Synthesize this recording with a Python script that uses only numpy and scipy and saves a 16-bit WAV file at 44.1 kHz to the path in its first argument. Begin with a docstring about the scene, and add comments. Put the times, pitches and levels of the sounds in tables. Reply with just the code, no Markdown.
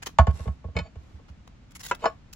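"""Raw pumpkin is cut over a wide steel basin on an outdoor table, close to the microphone, in a quiet garden.
The blade crunches through (bursts of cell clicks); a chunk knocks and rocks in the basin (cracks, steel modes)
while basin and table boom (sagging low sines), and flesh rubs (ragged hiss). The knife clacks twice, scraping
before and after (noise rings the steel), then crunches into a slice. It splits in two snaps, the second
double (cracks, flesh, basin and blade modes), with a scrape between and a last small crunch."""
import sys
import numpy as np
from scipy import signal
from scipy.fft import rfft, irfft, next_fast_len
from scipy.io import wavfile

SR = 44100
rng = np.random.default_rng(int(sys.argv[2]) if len(sys.argv) > 2 else 0)


def store_pcm(level_fs):
    """Save levels as 16-bit WAV."""
    pcm = np.round(np.clip(level_fs, -1, 1) * 32767).astype(np.int16)
    wavfile.write(sys.argv[1], SR, np.atleast_2d(pcm).T)


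N = 103635
SIZE = next_fast_len(N, True)  # FFT length

# modes of the steel basin: f/Hz, level/dB, t60/s
BASIN_MODES = [(465.3, -7, 0.073), (655.3, 1, 0.04), (861, 1.5, 0.028), (994, -1, 0.019), (1095.6, -7, .11),
               (1298, -18, .11), (1469, -12.5, 0.083), (1718, -14, 0.1), (2354, -12.5, 0.065),
               (2836, -17.5, 0.056), (3009, -5, 0.054), (3113, -13.5, 0.028), (4500, -9, 0.093),
               (7107, -10, 0.099)]
# modes of the knife, handle and blade: f/Hz, level/dB, t60/s
BLADE_MODES = [(168.7, 3, 0.12), (2230, 7.5, 0.052), (2520, -2.5, 0.076), (3056, -5.5, 0.056),
               (3670, -8, 0.063), (4223, -4, 0.045), (4960, -8.5, 0.039), (5310, -18, 0.081)]
BASIN_CRACK_DB = -4  # crack against basin ring, in knocks and clacks


def undb(db):
    """Decibels to gain."""
    return 10 ** (np.asarray(db) / 20)


def at(points, hz):
    """Read a table on a log-frequency axis."""
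    p = np.array(points, float)
    return np.interp(np.log(np.maximum(hz, 1)), np.log(p[:, 0]), p[:, 1])


def unit(x):
    """Scale to rms 1."""
    return x / np.sqrt(np.mean(x ** 2))


def freqs():
    """Frequencies of the spectrum bins in Hz."""
    return np.fft.rfftfreq(SIZE, 1 / SR)


def colour(x, gain):
    """Filter by a gain per bin."""
    return irfft(rfft(x, SIZE) * gain, SIZE)[..., :N]


def stereo(pair, db):
    """Two unrelated signals as mid and side, coloured, as heard by two close ports; rms 1."""
    # stereo width: f/Hz, side to mid ratio
    side_ratio = [(60, 0.1), (300, 0.53), (1000, 0.84), (3000, 0.77), (10000, 1)]
    port_lag_s = 0.00007
    f = freqs()
    width = at(side_ratio, f)
    mid, side = rfft(pair, SIZE)
    side = side * width
    left = mid + side
    right = (mid - side) * np.exp(-2j * np.pi * f * port_lag_s)
    gain = undb(db) / np.hypot(1, width)
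    return unit(irfft(np.array([left, right]) * gain, SIZE)[:, :N])


def noise(points):
    """Stereo noise of a given spectrum, rms 1."""
    return stereo(rng.standard_normal((2, N)), at(points, freqs()))


def add(out, start_s, x):
    """Mix a sound in at a time."""
    i = max(int(start_s * SR), 0)
    out[:, i:i + x.shape[1]] += x[:, :max(N - i, 0)]


def patchy():
    """Uneven colour: peaks and dips a few hundred Hz wide, drawn anew for each stroke and each set of cracks."""
    patchy_db, patch_hz = 4.2, 150
    f = freqs()
    grid_hz = np.arange(0, SR / 2, patch_hz)
    unevenness = np.interp(f, grid_hz, rng.standard_normal(len(grid_hz)))
    return undb(patchy_db * np.clip(f / 2000, 0, 1) * unevenness)  # full depth from 2 kHz


def catching():
    """Uneven grip: a gain that fluctuates fast as the surfaces catch and slip; rms 1."""
    ragged_db, ragged_hz = 2.2, 320
    lowpass = 1 / (1 + (freqs() / ragged_hz) ** 2)
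    grip = unit(colour(rng.standard_normal(N), lowpass))
    return unit(undb(ragged_db * grip))


def contact(x, low, mid, high, top=None, size=512):
    """Minimum-phase filter: how strongly one blow drives lows, mids, highs and top, in dB."""
    # corners of the drive: f/Hz for low, mid, mid, high, top
    corners_hz = [470, 650, 1100, 2300, 6000]
    top_drop_db = 19  # unless given, the top is driven less than the highs by this
    top = high - top_drop_db if top is None else top
    gain_db = at(list(zip(corners_hz, [low, mid, mid, high, top])), np.fft.rfftfreq(size, 1 / SR))
    # folding the cepstrum onto positive time makes the filter causal
    cepstrum = irfft(np.log(undb(gain_db)))
    cepstrum[1:size // 2] *= 2
    cepstrum[size // 2 + 1:] = 0
    impulse = irfft(np.exp(rfft(cepstrum)))
    return signal.fftconvolve(x, impulse[None], axes=1)


def ring(modes, t):
    """Modes start together and decay as close, beating pairs; the left port leads in phase on average."""
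    lead_rad, mode_spread = 0.7, 0.18  # spread grows up to 1.5 kHz
    pair_split, rise_s = 0.017, 0.0026  # relative gap of a pair, scaled at random; rise time constant
    out, ears = np.zeros((2, len(t))), np.array([[1], [-1]])
    for (hz, db, t60_s), (twin, lean, lead) in zip(modes, rng.standard_normal((len(modes), 3))):
        spread = mode_spread * min(hz / 1500, 1)
        phase = 2 * np.pi * hz * t + ears * (lead_rad / 2 + spread * lead)
        beat_phase = 2 * np.pi * hz * pair_split * twin * t
        pair = np.sin(phase) + 0.5 * np.cos(phase + beat_phase)
        balance = 1 + ears * spread * lean / 2
        out += undb(db) * balance * pair * np.exp(-np.log(1000) * t / t60_s)
    return 0.5 * out * (1 - np.exp(-t / rise_s))


def cracks(count, t):
    """Bursts of coloured noise with a sharp first tick; the treble dies first."""
    # spectrum of a blow's crack: f/Hz, density/dB per Hz
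    crack_spectrum = [(100, -10.5), (300, -1.5), (600, 7.5), (1300, -5), (5000, -1), (7200, 6), (9000, -17),
                      (12000, -17.5), (16000, -26.5)]
    # decay of the crack by band: f/Hz, t60/s
    crack_decay = [(1000, 0.075), (4000, 0.067), (10000, 0.047)]
    tick_db, tick_s = -12.5, 0.003
    source, f = colour(noise(crack_spectrum), patchy()), freqs()
    starts = rng.integers(0, N - len(t), count)
    out = np.zeros((count, 2, len(t)))
    for k, (_, t60_s) in enumerate(crack_decay):
        crossfade = [(row[0], j == k) for j, row in enumerate(crack_decay)]
        band = colour(source, at(crossfade, f))
        fall = np.exp(-np.log(1000) * t / t60_s) + undb(tick_db) * np.exp(-t / tick_s)
        out += np.array([band[:, i:i + len(t)] for i in starts]) * fall
    return out


def strokes(rows, source, fall_s):
    """Each stroke swells over a share of its length and dies away, with its own brightness."""
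    swell_share = 0.3
    out, t = np.zeros((2, N)), np.arange(N) / SR
    octaves = np.log2(np.maximum(freqs(), 200) / 1000)  # from 1 kHz
    for start_s, length_s, db, tilt_db in rows:
        swell = 1 - np.exp(-2 * np.maximum(t - start_s, 0) / (swell_share * length_s))
        fall = np.exp(-np.maximum(t - start_s - length_s, 0) / fall_s)
        stroke = unit(colour(source, undb(tilt_db * octaves) * patchy()))
        out += undb(db) * swell * fall * stroke
    return out


def garden():
    """Quiet garden: steady stereo noise, strongest in the lows."""
    # spectrum of the garden: f/Hz, density/dB per Hz
    garden_spectrum = [(25, -4.5), (65, -0.5), (270, -13), (390, -24), (800, -26), (2500, -32),
                       (7100, -42.5), (9000, -57), (16000, -74)]
    level_db = -50.5
    return undb(level_db) * noise(garden_spectrum)


def echo(x):
    """Faint scatter from the table and the pots on it: a decaying noise tail."""
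    level_db, t60_s, rise_s = -16, 0.17, 0.0033
    t = np.arange(SR // 2) / SR
    tail = rng.standard_normal((2, len(t))) * np.exp(-np.log(1000) * t / t60_s)
    tail = tail * np.minimum(t / rise_s, 1)
    tail = tail / np.sqrt(np.sum(tail ** 2) / 2)
    return undb(level_db) * signal.fftconvolve(x, tail, axes=1)[:, :N]


def friction():
    """Pumpkin rubs with a ragged hiss; the dragged blade sets itself and the basin ringing."""
    # rubs of pumpkin on steel and skin: t/s, length/s, level/dB, tilt/dB per octave
    rub_strokes = [(.32, 0.11, -51, -1.5), (.96, 0.2, -64.5, -3), (1.99, 0.056, -51.5, -3)]
    # spectrum of the rubbing: f/Hz, density/dB per Hz
    rub_spectrum = [(200, -4.5), (700, 1), (3500, -7), (7500, -7), (9000, -21), (11500, -8.5), (16000, -72)]
    # scrapes of blade on basin: t/s, length/s, level/dB, tilt/dB per octave
    scrape_strokes = [(.75, 0.02, -40, -5.5), (.83, 0.042, -51, -3), (2.018, 0.059, -37.5, -3.5)]
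    rub_fall_s, scrape_fall_s, blade_db = 0.049, 0.011, -8
    t = np.arange(SR // 2) / SR
    steel = ring(BASIN_MODES, t) + undb(blade_db) * ring(BLADE_MODES[1:], t)  # without the lowest mode
    drive = rng.standard_normal(N) * catching()
    singing = signal.fftconvolve(drive[None], steel, axes=1)[:, :N]
    rubbing = strokes(rub_strokes, noise(rub_spectrum), rub_fall_s) * catching()
    return rubbing + strokes(scrape_strokes, singing, scrape_fall_s)


def booms():
    """The basin floor and table swing for a few slow cycles under each shift of weight."""
    # booms under the rocking chunk: t/s, level/dB
    boom_hits = [(0.192, -7), (0.206, -13.5), (0.279, -10), (0.335, -27), (0.403, -26.5), (0.467, -20),
                 (0.485, -18.5), (.649, -26), (0.684, -31.5), (0.755, -20.5), (0.808, -27), (0.963, -31.5),
                 (1.141, -34), (1.298, -36.5)]
    rise_s, fall_s, tail_db, tail_s = 0.0077, 0.014, -19.5, 0.025
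    settled_hz, sag_hz, sag_s = 65.9, 45.6, 0.011  # each boom starts sharp and settles
    upper_ratio, upper_db = 2.1, -15.5
    out, t = np.zeros((2, N)), np.arange(SR // 2) / SR
    rise = np.sin(np.pi / 2 * np.minimum(t / rise_s, 1)) ** 2
    fall = np.exp(-(t / (2 * fall_s)) ** 2) + undb(tail_db) * np.exp(-t / tail_s)
    turn = 2 * np.pi * np.cumsum(settled_hz + sag_hz * np.exp(-t / sag_s)) / SR
    swing = -np.sin(turn) + undb(upper_db) * np.sin(upper_ratio * turn)
    balance_db = np.array([[-1.2], [1.2]])  # left, right
    for start_s, db in boom_hits:
        add(out, start_s, undb(db + balance_db) * swing * rise * fall)
    return out


def clacks():
    """The knife hits the basin; both ring."""
    # clacks of knife on basin: t/s, level/dB
    clack_hits = [(0.7654, -22.5), (0.7879, -24)]
    # drive of the basin: level/dB of lows, mids, highs
    drive_db = [5.5, 3.5, 1]
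    out, t = np.zeros((2, N)), np.arange(SR // 4) / SR
    for (start_s, db), crack in zip(clack_hits, cracks(len(clack_hits), t)):
        struck = ring(BASIN_MODES, t) + undb(BASIN_CRACK_DB) * crack
        steel = contact(struck, *drive_db)[:, :len(t)]
        add(out, start_s, undb(db) * (steel + ring(BLADE_MODES, t)))
    return out


def bend(x):
    """Low bending waves cross the steel more slowly than high ones and radiate weakly."""
    radiation_hz, delay_s = 432, 0.0012  # poor radiation below; delay scale
    x = signal.sosfilt(signal.butter(4, radiation_hz, "high", fs=SR, output="sos"), x)
    f = freqs()
    slowness = np.sqrt(1000 / np.clip(f, 100, 4000)) - 0.5  # zero from 4 kHz
    # phase is the running sum of group delay over frequency
    return colour(x, np.exp(-2j * np.pi * np.cumsum(delay_s * slowness) * f[1]))


def knocks():
    """The chunk strikes the basin: a crack and the ring of the steel."""
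    # knocks of chunk on basin: t/s, lows/dB, mids/dB, highs/dB
    knock_hits = [(0.1859, -16, 3.5, -11.5), (0.2691, -10, -16.5, -25.5), (0.292, -33, -24.5, -38.5),
                  (0.394, -29.5, -31.5, -41), (0.456, -21, -32.5, -45), (0.476, -23.5, -25, -37.5),
                  (0.642, -20.5, -34.5, -51), (0.682, -30.5, -40.5, -64), (.956, -33, -44.5, -47),
                  (1.189, -36.5, -45.5, -59)]
    out, t = np.zeros((2, N)), np.arange(SR // 4) / SR
    for (start_s, *drive_db), crack in zip(knock_hits, cracks(len(knock_hits), t)):
        struck = ring(BASIN_MODES, t) + undb(BASIN_CRACK_DB) * crack
        add(out, start_s, contact(struck, *drive_db))
    return out


def snaps():
    """The slice splits: its flesh rings briefly, the freed blade pings and the basin below answers."""
    # snaps: t/s, lows/dB, mids/dB, highs/dB, top/dB, flesh ring/dB, basin ring/dB, blade ring/dB
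    snap_hits = [(1.912, -12, -13, -14.5, -33.5, -2, -26, -43),
                 (2.041, -18.5, -18.5, -32.5, -44, -0.5, 5, -22),
                 (2.0562, -10.5, -8, -15.5, -36.5, -14, 2, 25)]
    # modes of the slice on the blade: f/Hz, level/dB, t60/s
    flesh_modes = [(364, -4, 0.041), (518, -3.5, 0.049), (986, 11, 0.039), (1280, 3, 0.031),
                   (1386, 9.5, 0.03), (1612, -1.5, 0.07), (2010, -6.5, 0.071), (2620, -5.5, 0.088)]
    crack_db, edge_tilt_db = -4, 22  # tilt per octave: the ping favours the blade's high modes
    out, t = np.zeros((2, N)), np.arange(SR // 4) / SR
    top_mode_hz = BLADE_MODES[-1][0]
    edge = [(hz, db + edge_tilt_db * np.log2(hz / top_mode_hz), t60_s) for hz, db, t60_s in BLADE_MODES]
    for row, crack in zip(snap_hits, cracks(len(snap_hits), t)):
        start_s, *drive_db, flesh_db, basin_db, blade_db = row
        body = undb(flesh_db) * ring(flesh_modes, t) + undb(basin_db) * ring(BASIN_MODES, t)
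        add(out, start_s, contact(body + undb(crack_db) * crack, *drive_db))
        add(out, start_s, undb(blade_db + drive_db[-1]) * ring(edge, t))  # relative to the top
    return out


def crunches():
    """Cells burst in a dense train of tiny clicks; the flesh tears in uneven spurts as the blade advances."""
    # strokes of blade through flesh: t/s, length/s, level/dB, tilt/dB per octave
    crunch_strokes = [(.021, 0.016, -38, -4.5), (.058, 0.018, -30.5, -4), (.082, 0.012, -43, -8.5),
                      (.306, 0.007, -48, -8), (1.281, 0.02, -53.5, -8.5), (1.475, 0.0023, -46.5, -7),
                      (1.706, 0.016, -54, -3), (1.749, 0.019, -43.5, -1.5), (1.793, 0.024, -42, -1.5),
                      (1.826, 0.044, -39.5, -1), (1.876, 0.028, -41.5, -1.5), (1.9475, 0.0021, -37.5, -2),
                      (2.327, 0.0092, -44, 0)]
    # spectrum of the crunch as picked up, with notches of the microphone port: f/Hz, density/dB per Hz
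    crunch_spectrum = [(200, -23), (600, -16), (1150, -5.5), (1700, -7), (4000, -5), (7300, -3.5),
                       (9100, -19), (10200, -5), (11800, -7), (13300, -30), (15300, -6)]
    cells_per_s, cell_spread_db, fall_s = 2600, 3, 0.0035
    bursts = rng.random((2, N)) < cells_per_s / SR
    sizes = undb(cell_spread_db * np.minimum(rng.exponential(size=(2, N)), 4))
    signs = rng.choice([-1, 1], (2, N))
    clicks = stereo(bursts * sizes * signs, at(crunch_spectrum, freqs()))
    return strokes(crunch_strokes, clicks, fall_s) * catching()


def scene():
    """All the handling sounds and their echo over the quiet garden."""
    near = bend(knocks()) + clacks() + snaps() + booms() + crunches() + friction()
    return near + echo(near) + garden()


def record(dry):
    """The recorder cuts the deepest rumble and the top."""
    low_cut_hz, top_hz = 23, 15800
    dry = signal.sosfilt(signal.butter(2, low_cut_hz, "high", fs=SR, output="sos"), dry)
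    return signal.sosfilt(signal.ellip(8, 0.2, 80, top_hz, fs=SR, output="sos"), dry)


dry = scene()
out = record(dry)
store_pcm(out)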